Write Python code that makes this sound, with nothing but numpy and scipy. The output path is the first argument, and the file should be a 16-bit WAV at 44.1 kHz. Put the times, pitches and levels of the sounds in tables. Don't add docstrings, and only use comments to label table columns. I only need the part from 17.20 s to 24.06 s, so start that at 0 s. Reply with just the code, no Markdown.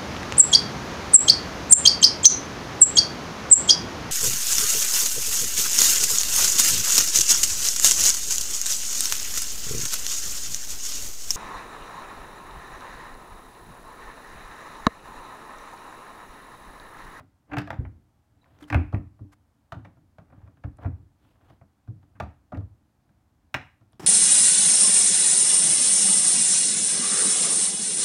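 import sys
import numpy as np
from scipy import signal
from scipy.fft import rfft, irfft, next_fast_len
from scipy.io import wavfile
from scipy.ndimage import uniform_filter1d, map_coordinates

SR = 44100
rng = np.random.default_rng(int(sys.argv[2]) if len(sys.argv) > 2 else 0)


def unload_wav(signal):
    wavfile.write(
        sys.argv[1],
        SR,
        np.round(np.clip(np.atleast_2d(signal).T, -1, 1) * 32767).astype(np.int16),
    )


N = 302631
CLOCK = np.arange(N) / SR
T = np.arange(round(0.8 * SR)) / SR

# start in seconds, strength in dB, hardness (clack over knock) in dB,
# steel (snap over clack) in dB, contact length in ms.
CONTACTS = [(0.0, -55.5, -5, -12.5, 4), (0.3149, -45.5, 1, -27, 4.9), (.332, -38.5, 0.5, -19, 4.6),
            (.368, -35, 0, -16.5, 2.6), (0.383, -38, 4, -8, 3.3), (.474, -46, -2, -14, 2),
            (.504, -37, 0, -14, 1.84), (.527, -45.5, -6, -27, 2.6), (.651, -54, -0.5, -30, 1.7),
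            (1.501, -40, 3, -14.5, 2), (1.526, -33, 2.5, -20.5, 2.4), (1.5452, -29.5, 2, -31.5, 1.4),
            (1.725, -40, -20.5, -6.5, 5), (1.745, -43.5, -2, -19, 1.5), (1.991, -64, -10, -18, 2.5),
            (2.521, -39, -6, -9, 3), (2.648, -52, -3, -14.5, 3.9), (2.769, -65, -13.5, -14, 3),
            (2.984, -52.5, -8.5, -11, 2), (3.1, -65.5, -6, -19.5, 4), (3.121, -57.5, -9.5, -25, 6),
            (3.275, -60.5, -8, -14, 2.14), (3.37, -68, -4, -10.5, 3.4), (3.437, -48.5, -3.5, -18.5, 3.6),
            (3.584, -52.5, -12.5, -15, 3.3), (3.623, -49.5, -17, -13, 6), (3.646, -43, -9.5, -25, 2.15),
            (3.658, -47.5, -5.5, -19.5, 2.51), (4.298, -59.5, -11, -3, 2.9), (4.412, -60, -7, -22, 2.5),
            (4.675, -63, -8, -11, 3), (4.828, -68.5, -6, -7, 3.4), (4.95, -64.5, -1.5, -21, 9.4),
            (5.0, -33, -6, -10.5, 2.8), (5.32, -40, -14.5, -15.5, 4.5), (5.346, -54, 1, -20, 3),
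            (5.372, -52, -14, -1.5, 2), (5.408, -57.5, -13.5, -9, 2.1), (5.891, -74, -3, -10.5, 3),
            (6.342, -33, 7, -11.5, 3.3), (6.61, -68.5, -10.5, -6, 3.3), (6.731, -68.5, -5.5, 2.5, 1.4)]
# start in seconds, level in dB, pitch in Hz, swell to the peak in ms,
# carcass boom and panel ring in dB over the bump.
BUMPS = [(0.319, -37.5, 110, 59, -16.5, 16.5), (0.37, -22.5, 126, 10.5, -11.5, -3),
         (.585, -16, 91, 10.6, -16.5, -38), (.759, -44, 93.6, 12, -12, -20),
         (1.421, -44.5, 66.6, 2.6, -7.5, 4), (1.507, -22, 97, 31, -16.5, -1.5),
         (1.544, -8, 88, 16, -11.5, -25), (1.735, -13, 103.8, 9.1, -12.5, -19.5),
         (2.005, -31, 97, 13.3, -10.5, -11), (2.561, -30, 101.7, 13.8, -16, -31.5),
         (3.176, -37.5, 96, 6.3, -32, -21.5), (3.226, -37, 96, 15, -18, -31),
         (3.441, -21.5, 86.7, 12, -15, -25.5), (3.648, -16.5, 96, 15, -15, -33.5),
         (3.669, -25.5, 100, 17, -22, -43), (4.678, -27, 110.6, 14.4, -14, -27),
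         (4.755, -38.5, 105.4, 11.4, -22, -25), (5.02, -28.5, 90, 17.5, -12, -23.5),
         (5.324, -30, 86, 9.2, 0, -13.5), (5.362, -25, 95, 23.2, -9, -33.5),
         (5.432, -31.5, 101, 7.6, -33.5, -29)]
# fastest moment of the slide in seconds, rise and fall in seconds,
# wood rub in dB, sleeve rub in dB.
SHIFTS = [(.322, 0.029, .03, -53.5, -84), (1.43, 0.19, 0.08, -66, -75), (3.191, 0.13, 0.11, -67.5, -92.5),
          (3.635, 0.032, .03, -53.5, -73.5), (4.07, 0.0676, .09, -71.5, -74.5),
          (4.3, 0.09, 0.06, -65.5, -75)]
# frequency in Hz, relative level in dB per Hz.
SCRAPE = [(200, -22), (700, 4.5), (1600, 8.5), (3000, -6.5), (6000, -8), (12000, -13.5), (16000, -21.5)]


def amp(db):
    return 10 ** (np.asarray(db) / 20)


def unit(x):
    return x / np.sqrt(np.mean(x ** 2) + 1e-20)


def along(points, hz):
    point_hz, values = np.transpose(points)
    return np.interp(np.log(hz + 1), np.log(point_hz), values)


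def flat(hz):
    return 1


def noise(spectrum, size, band=flat):
    m = next_fast_len(size, real=True)
    hz = np.fft.rfftfreq(m, 1 / SR)
    phases = np.exp(2j * np.pi * rng.random(len(hz)))
    return unit(irfft(amp(along(spectrum, hz)) * band(hz) * phases, m)[:size])


def wobble(rate):
    knots = rng.standard_normal(int(N * rate / SR) + 4)
    return map_coordinates(knots, [CLOCK * rate], order=2)


def add(track, s, sound):
    part = track[max(round(s * SR), 0):][:len(sound)]
    part += sound[:len(part)]


def ten_ms_energy(x):
    return x * np.sqrt(0.01 * SR / np.sum(x ** 2))


def burst(spectrum, life, band=flat, rise=0.5):
    t = T[:len(T) // 5]
    u = t / life
    envelope = u ** rise * np.exp(-(rise + 0.5) * u ** 1.7 / 1.7)
    return ten_ms_energy(envelope * noise(spectrum, len(t), band))


def ring(modes, attack):
    t = T[:len(T) // 2]
    total = np.zeros(len(t))
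    for hz, db, t60 in modes:
        decay = amp(db + 2 * rng.normal() - 60 * t / t60)
        total += decay * np.sin(2 * np.pi * (hz * t + rng.random()))
    return total * (1 - np.exp(-t / attack))


def stroke(s, rise, fall):
    return np.exp(-((CLOCK - s) / np.where(CLOCK < s, rise, fall)) ** 2)


def in_room(sound, build=0.0017, blur_hz=320, fill=0.15):
    # frequency in Hz, t60 in seconds.
    room_t60 = [(90, 0.34), (300, 0.1841), (800, 0.3262), (2000, 0.357), (6000, 0.32), (14000, 0.8)]
    # frequency in Hz, level over the direct sound in dB.
    room_echo = [(90, -4), (300, -4.5), (800, -8.5), (2000, -10), (5000, -10.5), (12000, -20)]
    hz, t, grid = signal.stft(rng.standard_normal(len(T)), SR, nperseg=512)
    t60 = along(room_t60, hz)[:, None]
    tail = signal.istft(grid * amp(-60 * t / t60) / np.sqrt(t60), SR)[1][:len(T)]
    tail = tail * (1 - np.exp(-(T / build) ** 2))
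    m = next_fast_len(len(T) + len(sound), real=True)
    direct = rfft(sound, m)
    sent = direct * amp(along(room_echo, np.fft.rfftfreq(m, 1 / SR)))
    power = np.abs(sent) ** 2
    even = np.abs(uniform_filter1d(power, 1 + int(blur_hz * m / SR))) + 1e-30
    wet = sent * np.sqrt(even / (power + fill * even)) * rfft(tail, m)
    wet = wet * np.linalg.norm(sent) / np.linalg.norm(wet)
    return irfft(direct + wet, m)[:len(T)]


def background(air_db=-68, hiss_db=-42.5, hiss_start=6.796, rustle_db=2.5):
    # frequency in Hz, relative level in dB per Hz.
    air = [(12, -48), (20, -29.5), (77, 2), (172, -17), (210, -6.5), (347, -23.5), (388, -20), (422, -23.5),
           (718, -18), (923, -21), (1570, -27), (2600, -34), (8890, -39), (16000, -43)]
    # frequency in Hz, relative level in dB per Hz.
    hiss_colour = [(24, -44), (40, -20), (101, -7), (209, -6.5), (320, -7), (585, -21.5), (751, -14.5),
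                   (1340, -20.5), (2000, -24.5), (4570, -33.5), (5440, -22), (6020, -31.5), (7540, -31.5),
                   (16000, -45)]
    level = amp(hiss_db + rustle_db * wobble(200))
    hiss = (CLOCK > hiss_start) * level * noise(hiss_colour, N)
    return amp(air_db) * noise(air, N) + hiss


def squeak(start=1.2, length=0.051, from_hz=4050, to_hz=3850, db=-77):
    u = np.clip((CLOCK - start) / length, 0, 1)
    pitch = from_hz + (to_hz - from_hz) * u + 90 * wobble(900)
    level = amp(db + 5.1 * wobble(120)) * np.sqrt(u * (1 - u)) * 2
    return level * np.sin(2 * np.pi * np.cumsum(pitch) / SR)


def ticks(trim_db=-5, life=0.00098):
    # start in seconds, level in dB, pitch in Hz, bandwidth as a share of the pitch.
    tick_rows = [(1.232, -53.5, 780, 0.22), (1.243, -55, 3100, .37), (1.388, -55, 4470, .54),
                 (1.426, -43, 3400, .14), (1.44, -43, 3150, 0.091), (3.57, -55, 8940, 0.19),
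                 (6.7226, -60, 9060, .22)]
    out, t = np.zeros(N), T[:len(T) // 20]
    envelope = t / life * np.exp(1 - t / life)
    for s, db, pitch, width in tick_rows:
        grain = noise(SCRAPE, len(t), lambda hz: np.exp(-((hz / pitch - 1) / width) ** 2) + 0.078)
        add(out, s, amp(db + trim_db) * grain * envelope)
    return out


def rubbing(cloth_trim_db=-2, grain_db=2):
    # fastest moment in seconds, level in dB, rise and fall time in seconds.
    scuff_rows = [(1.412, -61.5, 0.0076), (1.432, -60, 0.019), (1.486, -57, 0.011), (2.131, -55, 0.0091)]
    # frequency in Hz, relative level in dB per Hz.
    rub = [(150, -12), (400, 16), (800, 15), (1700, 7), (3500, -11), (8000, -43)]
    # frequency in Hz, relative level in dB per Hz.
    cloth_colour = [(1000, -15), (3000, 5), (6000, -10.5), (10000, -11), (16000, -10.5)]
    wood = sum(amp(db) * stroke(s, rise, fall) for s, rise, fall, db, _ in SHIFTS)
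    cloth = sum(amp(db + cloth_trim_db) * stroke(s, rise, fall) for s, rise, fall, _, db in SHIFTS)
    scuffs = sum(amp(db) * stroke(s, length, length) for s, db, length in scuff_rows)
    slides = wood * noise(rub, N) + cloth * noise(cloth_colour, N) + scuffs * noise(SCRAPE, N)
    return slides * amp(grain_db * wobble(140))


def tremble(onset=0.015, sway_db=2):
    # frequency in Hz, relative level in dB per Hz.
    rumble = [(30, -9.5), (70, -4), (112, -2.5), (200, -17), (300, -10), (450, -31.5), (2000, -67)]
    hold_db, shift_db = -68.5, 7.5
    bump_db, grows, fade = -33.5, 0.82, 76.5
    power = amp(hold_db) ** 2
    for s, rise, fall, db, _ in SHIFTS:
        power = power + (amp(db + shift_db) * stroke(s, rise, fall)) ** 2
    for s, db, *_ in BUMPS:
        age = np.maximum(CLOCK - s, 0)
        level = amp(bump_db + grows * db - fade * age) * np.minimum(age / onset, 1)
        power = power + level ** 2
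    return np.sqrt(power) * amp(sway_db * wobble(17)) * noise(rumble, N)


def bumps(thump_trim_db=-1.5, carcass_trim_db=-2, panel_trim_db=-2, softness=3.7, boom_life=0.026, panel_rise=0.69):
    # frequency in Hz, relative level in dB per Hz.
    carcass_colour = [(80, -35), (140, -5), (205, 2.5), (228, -11), (255, 1), (315, -3.5), (370, -13.5),
                      (600, -22.5), (1200, -66)]
    # frequency in Hz, level in dB, t60 in seconds.
    panel_modes = [(296.1, 4, 0.28), (283.1, -5, 0.091), (394, -16.5, 0.27), (471, -16.5, .18)]
    jolt_db, jolt_grows = -9, 0.61
    jolt_rest = (105, 9, -7.5, -18)
    jolts = [(s, jolt_db + jolt_grows * db, *jolt_rest) for s, db, *_ in CONTACTS]
    out, t = np.zeros(N), T[:len(T) // 2]
    for s, db, hz, ms, carcass, panel in BUMPS + jolts:
        swell = ms / 1000
        envelope = (t / swell * np.exp(1 - t / swell)) ** softness
        hit = amp(thump_trim_db) * envelope * np.sin(2 * np.pi * hz * t)
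        add(hit, 0, amp(carcass + carcass_trim_db) * burst(carcass_colour, boom_life, rise=0.86))
        add(out, s, in_room(amp(db) * hit, build=0.0063, blur_hz=0))
        add(out, s, amp(db + panel + panel_trim_db) * ring(panel_modes, attack=panel_rise * swell))
    return out


def blows(count=2):
    stray_db, stray_hard, stray_steel, stray_ms = -2.5, -7, -13.5, 1.6
    seat_lengths, seat_ms = 1.8, 3.5
    seat_db, seat_hard = -3.5, -7.5
    taps = []
    for s, rise, fall, db, _ in SHIFTS:
        for u in rng.uniform(-1, 1, count):
            moment = s + u * (rise if u < 0 else fall)
            taps.append((moment, db + stray_db, stray_hard, stray_steel, stray_ms))
    bites = CONTACTS + taps
    seats = [(s + seat_lengths * ms / 1000, db + seat_db, hard + seat_hard, steel, seat_ms)
             for s, db, hard, steel, ms in bites]
    return bites + seats


def pock(hz, life):
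    t = T[:len(T) // 5]
    envelope = (t / life) ** 2 * np.exp(-(t / life) ** 2)
    return ten_ms_energy(envelope * np.sin(2 * np.pi * (hz * t + rng.random())))


def chatter(hit, count=3, first_db=-15, gap=0.009):
    out = np.pad(hit, (0, len(T) // 10))
    for k, s in enumerate(np.cumsum(gap * rng.uniform(0.43, 1.5, count))):
        add(out, s, amp(first_db - k) * hit)
    return out


def contacts(low_hz=1200, high_hz=3200, hand_db_per_s=170):
    # frequency in Hz, relative level in dB per Hz.
    wood = [(200, -12.5), (450, -3.5), (600, 4), (760, -7), (1100, 4), (1600, 16.5), (2600, 1), (3200, -9),
            (4000, -16.5), (5200, -20), (6400, -23), (8000, -29.5), (12000, -35.5), (16000, -36.5)]
    # frequency in Hz, level in dB, t60 in seconds before the hand's damping.
    stiles = [(543, -7, .2), (662, 13, 0.13), (753, 0.5, 1), (842, -5, .18), (1070, -5, .18), (1185, 7, .2),
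              (1397, 5.5, 0.15), (1650, -3.5, 0.05), (1930, -7, .16), (2260, -13.5, .17)]
    knock_db, clack_db, snap_db, stile_db = -1, 1, 1, -16
    pock_db, pock_grows = 6, 1.221
    knock_life, clack_life, snap_life, pock_life = 1.5, 1.5, 1.0, 1.1
    tilt, tilt_per_db = 0.2, 0.17
    edge_db, edge_hz, edge_width_hz = 5, 2550, 280

    def below(hz, limit):
        return 1 / np.sqrt(1 + (hz / limit) ** 20)

    def above(hz, limit):
        return np.sqrt(1 - below(hz, limit) ** 2)

    def edge(hz):
        return amp(edge_db * np.exp(-((hz - edge_hz) / edge_width_hz) ** 2))

    out = np.zeros(N)
    held = amp(-hand_db_per_s * T[:len(T) // 2])
    for s, db, hard, steel, ms in blows():
        pitch = 785 + 5 * hard
        length = ms / 1000
        rise = 0.12 + ms / 10

        def knock_band(hz):
            return below(hz, low_hz) / np.hypot(1, 2 * (hz / pitch - pitch / (hz + 1)))

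        def clack_band(hz):
            slope = np.maximum(hz / low_hz, 1) ** (tilt + tilt_per_db * hard)
            return above(hz, low_hz) * below(hz, high_hz) * slope * edge(hz)

        def snap_band(hz):
            return above(hz, high_hz)

        hit = amp(db + knock_db) * burst(wood, knock_life * length, knock_band, 2 * rise)
        hit += amp(db + hard + clack_db) * burst(wood, clack_life * length, clack_band, rise)
        hit += amp(db + hard + steel + snap_db) * burst(wood, snap_life * length, snap_band, rise / 2)
        hit += amp(pock_db + pock_grows * db) * pock(pitch, pock_life * length)
        add(out, s, in_room(chatter(hit)))
        add(out, s, amp(db + stile_db) * held * ring(stiles, attack=length))
    return out


def scene():
    faint = background() + squeak() + ticks() + rubbing()
    return (faint + tremble() + bumps() + contacts())[None]


def record(dry, bass_hz=45, top_hz=15900):
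    thin = signal.sosfilt(signal.butter(2, bass_hz, "highpass", fs=SR, output="sos"), dry)
    m = next_fast_len(N + SR // 2)
    kept = np.fft.rfftfreq(m, 1 / SR) < top_hz
    return irfft(rfft(thin, m) * kept, m)[..., :N]


dry = scene()
out = record(dry)
unload_wav(out)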